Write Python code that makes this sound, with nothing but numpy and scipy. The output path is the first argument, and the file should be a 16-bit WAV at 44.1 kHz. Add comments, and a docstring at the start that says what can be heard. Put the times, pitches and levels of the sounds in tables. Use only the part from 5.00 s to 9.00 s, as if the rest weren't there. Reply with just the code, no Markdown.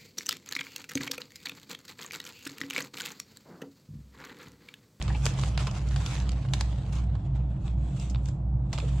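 """Thin plastic sheeting crinkles up close, over the throbbing hum of two motors running slightly out of step.
A hand is sliding a lettuce leaf under the sheeting into a cardboard box. Tiny folds buckle, creases and
leaf snap against the box, the damp leaf squeaks, and the cardboard gives two soft, hollow bumps.
Once the leaf lies still, only the film slides, with a thinner rustle."""
import sys
import numpy as np
from scipy import signal
from scipy.fft import rfft, irfft, next_fast_len
from scipy.io import wavfile
from scipy.ndimage import uniform_filter1d, map_coordinates

SR = 44100
rng = np.random.default_rng(int(sys.argv[2]) if len(sys.argv) > 2 else 0)


def generate_wav(sig):
    """Save sig (samples, or channels by samples) to the path in sys.argv[1] as 16-bit PCM at SR."""
    pcm = np.round(np.clip(np.atleast_2d(sig).T, -1, 1) * 32767).astype(np.int16)
    wavfile.write(sys.argv[1], SR, pcm)


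N = 176400

# fader moves of the rustle, ahead of the layer trims: time_s, middle_db, treble_db
RUSTLE_FADERS = [(0, -58, -57.5), (0.14, -48.5, -57), (0.2, -56, -53.5), (0.279, -45, -44),
                 (0.35, -50, -54), (0.41, -46.5, -47.5), (0.481, -52, -49.5), (0.539, -56, -59),
                 (0.564, -55.5, -63), (0.601, -41, -45), (0.7, -57, -58), (0.768, -46.5, -51),
                 (0.85, -56.5, -61), (0.93, -51.5, -53), (1.152, -43.5, -43.5), (1.272, -56, -63),
                 (1.4, -54.5, -61.5), (1.5, -63, -65.5), (1.55, -53.5, -51), (1.78, -56.5, -63.5),
                 (1.921, -62, -62.5), (1.929, -48.5, -49.5), (2, -50, -56), (2.101, -66.5, -76),
                 (2.26, -64, -69), (2.329, -73, -81), (2.36, -61, -64.5), (2.44, -72, -79),
                 (2.52, -65.5, -70), (2.6, -71, -74), (2.68, -62.5, -56.5), (2.77, -72, -73),
                 (2.83, -62.5, -61.5), (2.95, -65, -60), (3.03, -58, -48), (3.13, -64, -62),
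                 (3.2, -71, -70), (3.279, -66, -55), (3.52, -98, -100.5), (3.71, -71.5, -65),
                 (3.745, -55.5, -50), (4, -58.5, -56.5)]
# EQ curves of the rustle's layers: frequency_hz, gain_db
BOX_EQ = [(150, -35.5), (330, -4.5), (750, -2), (1600, -14.5), (5000, -80.5)]
MIDDLE_EQ = [(700, -12.5), (1300, -4.5), (1900, -3), (2500, 0.5), (3400, -2.5), (4600, -7.5), (5600, -17),
             (12000, -64)]
TREBLE_EQ = [(2000, -66), (4800, -16), (6300, -7.5), (7700, -6.5), (8800, -15), (10000, -16.5),
             (11200, -28), (15500, -36)]
FILM_ONLY_EQ = [(1900, -30), (2550, -5), (2850, -19), (3400, -4), (4600, -16.5), (7600, -2), (8900, -14),
                (15500, -42)]  # the treble once the leaf lies still
# stereo image of the rustle and the room tone: frequency_hz, left_right_likeness (1 is mono)
RUSTLE_IMAGE = [(300, 0.8), (1000, 0.73), (14000, 0.11)]
ROOM_IMAGE = [(150, 1), (380, 0.95), (950, 0.27)]
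# partials of the first motor: harmonic_number, level_db
MOTOR_PARTIALS = [(1, -31), (2, -43), (3, -46.5), (5, -66)]
# fainter lines in the hum: pitch_hz, level_db
HUM_LINES = [(48.6, -52.5), (131.8, -38.5), (330, -58)]
# EQ curves of the machines' drone and moving air: frequency_hz, gain_db
DRONE_EQ = [(15, -23.5), (40, -8), (88, -4), (102, 3.5), (120, -0.5), (133, 6.5), (146, -0.5), (174, -16),
            (192, -3.5), (212, -16.5), (300, -18), (1500, -120)]
AIR_EQ = [(200, 2.5), (380, 2.5), (720, 8), (1100, -3), (1800, -18), (8000, -36), (15500, -67)]
# snaps of sheeting and leaf, ahead of their trim: start_s, length_ms, body_db, middle_db, treble_db
SNAP_CUES = [(0.015, 2.1, -40, -36.5, -66), (0.0246, 1.5, -51, -40, -40), (0.0796, 5.9, -37, -40, -48),
             (0.2552, 2.5, -35, -35.5, -30), (0.264, 2, -27.5, -29.5, -31.5), (0.338, 2, -61, -64, -52),
             (0.388, 4.2, -36, -50, -46), (0.395, 2, -45, -43, -44), (0.413, 2.8, -49, -46, -43.5),
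             (0.4355, 2, -34, -35.5, -62), (0.5761, 2.6, -33, -31, -40), (0.6693, 7.5, -33, -36, -40),
             (0.712, 2.5, -41.5, -48, -45.5), (0.887, 3, -60, -59, -48.5), (0.961, 4, -37.5, -37.5, -43),
             (1.062, 2.1, -43, -35.5, -38), (1.2013, 1.2, -51, -44, -45.5), (1.292, 1.3, -46, -40, -43),
             (1.3181, 1.4, -53, -48, -47.5), (1.45, 3.9, -41, -57, -78), (1.486, 2, -55, -48, -63),
             (1.5356, 3.4, -34, -27.5, -33.5), (1.609, 2.5, -34, -32, -34), (2.1522, 4.1, -43, -53.5, -62),
             (2.68, 1.2, -55, -48.5, -66), (2.9981, 1.6, -62, -56, -47), (3.098, 9.6, -62, -52, -45),
             (3.1463, 2.3, -46, -43, -62), (3.158, 1.5, -45.5, -46.5, -72),
             (3.2568, 3.5, -62, -51.5, -49.5), (3.2857, 5.4, -48, -56, -49),
             (3.729, 9.3, -34.5, -35.5, -37.5), (3.7777, 3.3, -45, -38, -63), (3.7846, 4.5, -35, -39, -44),
             (3.801, 2.1, -51, -40, -51)]
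# a snap's body, middle and treble bands, then its thin top edge: low_hz, high_hz
SNAP_BANDS_HZ = [(420, 1346), (2100, 4470), (4700, 7610)]
EDGE_BAND_HZ = (9600, 12400)
# time the room takes to die by 60 dB: frequency_hz, decay_s
ROOM_DECAY = [(300, 0.87), (9000, 0.17)]
# squeaks of the damp leaf: peak_s, half_length_s, low_hz, low_db, high_hz, high_db
SQUEAK_CUES = [(0.106, 0.013, 820, -45, 1715, -44.5), (0.153, 0.011, 880, -42, 2560, -40.5),
               (0.69, 0.024, 1040, -45, 2860, -49.5)]
# soft bumps on the cardboard: start_s, pitch_hz, level_db
BUMP_CUES = [(1.536, 272, -36.5), (3.824, 443, -35.5)]

CRINKLES_PER_S, CRINKLE_SPREAD_DB, HISS_SHARE = 2200, 2, 0.47
BUCKLES_PER_S, BUCKLE_HZ, BUCKLE_SPREAD_OCTAVES, BUCKLE_DECAY_CYCLES = 260, 5740, 0.88, 1.2
BUCKLE_DB, BEND_DB, FLUTTER_DB, LEAF_LIES_S = -11, 2.5, 1.73, 2.2
BOX_DB, BOX_FOLLOWS = -54, 0.53  # the box follows a share of the rustle's swings
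MIDDLE_TRIM_DB, TREBLE_TRIM_DB = -2, -5.5
MOTOR_HZ, BEAT_HZ, IN_STEP_S = 59.35, 2.66, 0.16  # at IN_STEP_S both motors push together
SECOND_MOTOR_DB, DRONE_DB, AIR_DB = -35.5, -32.5, -54
SNAP_TRIM_DB, SNAP_WIDTH, SNAP_REF_S = 1, 0.4, 0.0028  # a snap's level is its energy over SNAP_REF_S
SNAP_FALL_DB, BOX_RING_DB, BOX_RING_S = 9, -32, 0.02  # fall over a snap's length, then the box's ring
EDGE_TRIM_DB, EDGE_GROWTH = -5, 1.39  # the top edge grows faster than the treble
SQUEAK_Q = 5
BUMP_Q, BUMP_RISE_S, BUMP_FALL_S = 2.4, 0.0027, 0.022
REVERB_DB, BALANCE_DB, HIGH_CUT_HZ = -12.5, -1.2, 15600


def amp(db):
    """Decibels to gain."""
    return 10 ** (np.asarray(db) / 20)


def unit(x):
    """Scale to rms 1."""
    return x / np.sqrt(np.mean(x ** 2) + 1e-20)


def curve_at(points, hz):
    """Read a curve on a log frequency axis."""
    knots_hz, values = np.transpose(points)
    return np.interp(np.log(hz + 1), np.log(knots_hz + 1), values)


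def wobble(knots_per_s):
    """A smooth random drift."""
    knots = rng.standard_normal(int(N * knots_per_s / SR) + 4)
    return map_coordinates(knots, [np.arange(N) * knots_per_s / SR])


def filtered(x, response):
    """EQ x with a gain given as a function of frequency."""
    size = next_fast_len(N + SR // 2)
    return irfft(rfft(x, size) * response(np.fft.rfftfreq(size, 1 / SR)), size)[..., :N]


def stereo(pair, eq, image):
    """EQ two unrelated signals and spread them to left and right as mid and side."""
    def response(hz):
        angle = np.arccos(np.clip(curve_at(image, hz), -1, 1)) / 2
        return amp(curve_at(eq, hz)) * [np.cos(angle), np.sin(angle)]
    mid, side = filtered(pair, response)
    return np.array([mid + side, mid - side]) / np.std(mid)


def resonance(hz, q):
    """Noise ringing roughly around one pitch, at rms 1."""
    return unit(filtered(rng.standard_normal(N), lambda f: 1 / (1 + (q * (f / hz - hz / (f + 1))) ** 2)))


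def crinkles():
    """Tiny clicks of uneven size over the smooth hiss of sliding film."""
    fires = rng.random((2, N)) < CRINKLES_PER_S / SR
    sizes = amp(CRINKLE_SPREAD_DB * np.minimum(rng.exponential(size=(2, N)), 5))
    clicks = unit(fires * sizes * rng.choice([-1, 1], (2, N)))
    return np.sqrt(1 - HISS_SHARE) * clicks + np.sqrt(HISS_SHARE) * rng.standard_normal((2, N))


def bending_film(pair):
    """Resonances come and go at random as the film bends."""
    spectrum = signal.stft(pair, nperseg=512)[2]
    patches = uniform_filter1d(rng.standard_normal(spectrum.shape[1:]), size=4, axis=0)  # across pitch
    patches = uniform_filter1d(patches, size=12, axis=1)  # across time
    return unit(signal.istft(spectrum * amp(BEND_DB * unit(patches)), nperseg=512)[1][:, :N])


def buckles():
    """Small folds give way one by one, each a dry tick with a pitch of its own."""
    when, size, pitch, phase = rng.random((int(BUCKLES_PER_S * N / SR), 4)).T[..., None]
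    age = np.arange(SR // 200)
    cycles = BUCKLE_HZ * 2 ** (BUCKLE_SPREAD_OCTAVES * (2 * pitch - 1)) * age / SR
    decay = size ** 2 * np.exp(-cycles / BUCKLE_DECAY_CYCLES)
    samples = (when * N).astype(int) + age
    pair = [decay * np.sin(2 * np.pi * (cycles + shift)) for shift in (0, phase)]
    return unit(np.array([np.bincount(samples.ravel(), ticks.ravel(), N)[:N] for ticks in pair]))


def sheeting_rustle():
    """The sheeting crinkles as the hand drags it; the box adds a hollow body."""
    t = np.arange(N) / SR
    times_s, *faders = np.transpose(RUSTLE_FADERS)
    middle_db, treble_db = [np.interp(t, times_s, fader) for fader in faders]
    settled = np.clip(2 * (t - LEAF_LIES_S) + .5, 0, 1)  # half-second crossfade to film alone
    grains = bending_film(crinkles()) + amp(BUCKLE_DB) * (1 - settled / 2) * buckles()
    grains *= amp(FLUTTER_DB * wobble(knots_per_s=70))
    box_db = BOX_DB + BOX_FOLLOWS * (middle_db - np.percentile(middle_db, 75))
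    treble = amp(treble_db + TREBLE_TRIM_DB)
    layers = [(BOX_EQ, amp(box_db)), (MIDDLE_EQ, amp(middle_db + MIDDLE_TRIM_DB)),
              (TREBLE_EQ, treble * (1 - settled)), (FILM_ONLY_EQ, treble * settled)]
    return sum(gain * stereo(grains, eq, RUSTLE_IMAGE) for eq, gain in layers)


def motor_hum():
    """Two motors beat against each other over a few fainter, wavering lines."""
    phase_per_hz = 2 * np.pi * (np.arange(N) / SR - IN_STEP_S)
    first = sum(amp(db) * np.cos(round(k) * MOTOR_HZ * phase_per_hz + (k > 1) * rng.uniform(0, 2 * np.pi))
                for k, db in MOTOR_PARTIALS)
    second = amp(SECOND_MOTOR_DB) * np.cos((MOTOR_HZ + BEAT_HZ) * phase_per_hz)
    lines = sum(amp(db) * np.cos(hz * phase_per_hz + rng.uniform(0, 2 * np.pi) + 0.33 * wobble(1.63))
                for hz, db in HUM_LINES)
    return np.sqrt(2) * (first + second + lines)


def room_tone():
    """A bed of low drone and faint moving air from the running machines."""
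    drone, air = [stereo(rng.standard_normal((2, N)), eq, ROOM_IMAGE) for eq in (DRONE_EQ, AIR_EQ)]
    return amp(DRONE_DB) * drone + amp(AIR_DB) * air


def crease_snaps():
    """Each crease gives way in a burst of a few milliseconds and rings briefly in the box."""
    out, t = np.zeros((2, N + SR)), np.arange(SR // 16) / SR
    box_ring = amp(BOX_RING_DB) * np.exp(-t / BOX_RING_S)
    for start_s, length_ms, body_db, middle_db, treble_db in SNAP_CUES:
        envelope = amp(-SNAP_FALL_DB * t / (length_ms / 1000)) + box_ring
        burst = envelope * rng.standard_normal((2, len(t)))
        edge_db = EDGE_GROWTH * treble_db + EDGE_TRIM_DB
        for band, db in zip(SNAP_BANDS_HZ + [EDGE_BAND_HZ], (body_db, middle_db, treble_db, edge_db)):
            pair = signal.sosfilt(signal.butter(3, band, "bandpass", fs=SR, output="sos"), burst)
            mid, side = pair / np.linalg.norm(pair, axis=1, keepdims=True) * np.sqrt(SNAP_REF_S * SR)
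            side *= SNAP_WIDTH * (2 if band[0] >= SNAP_BANDS_HZ[2][0] else 1)  # treble and edge sit wider
            snap = amp(db + SNAP_TRIM_DB) * np.array([mid + side, mid - side])
            out[:, round(start_s * SR):][:, :len(t)] += snap
    return out[:, :N]


def room_reverb(x):
    """A small room's tail, shorter in the treble."""
    hz, t, spectrum = signal.stft(rng.standard_normal((2, SR // 2)), SR, nperseg=256)
    decay = amp(-60 * t / curve_at(ROOM_DECAY, hz)[:, None])
    tail = signal.istft(spectrum * decay, SR, nperseg=256)[1]
    predelayed = np.pad(tail, ((0, 0), (SR // 300, 0))) / np.linalg.norm(tail[0])
    return signal.fftconvolve(x, predelayed, axes=1)[:, :N]


def leaf_squeaks():
    """The damp leaf sticks and slips on film and cardboard: brief swells in two narrow resonances."""
    out, t = np.zeros(N), np.arange(N) / SR
    for peak_s, half_length_s, low_hz, low_db, high_hz, high_db in SQUEAK_CUES:
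        swell = np.exp(-2 * ((t - peak_s) / half_length_s) ** 2)
        for hz, db in (low_hz, low_db), (high_hz, high_db):
            out += amp(db) * np.std(swell) * unit(swell * resonance(hz, SQUEAK_Q))
    return out


def cardboard_bumps():
    """The cardboard answers a soft touch with a hollow, quickly damped note."""
    out = np.zeros(N)
    for start_s, hz, db in BUMP_CUES:
        age = np.maximum(np.arange(N) / SR - start_s, 0)
        envelope = (1 - np.exp(-age / BUMP_RISE_S)) * np.exp(-age / BUMP_FALL_S)
        out += amp(db) * envelope * resonance(hz, BUMP_Q)
    return out


def scene():
    """Dry rustle up front, a touch of room on the contacts, the hum behind; all leaning slightly right."""
    contacts = crease_snaps() + leaf_squeaks() + cardboard_bumps()
    mix = sheeting_rustle() + contacts + amp(REVERB_DB) * room_reverb(contacts) + motor_hum() + room_tone()
    return mix * amp([[BALANCE_DB / 2], [-BALANCE_DB / 2]])


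def record(dry):
    """A steep high cut on the whole mix."""
    return signal.sosfilt(signal.ellip(10, .1, 80, HIGH_CUT_HZ, fs=SR, output="sos"), dry)


dry = scene()
out = record(dry)
generate_wav(out)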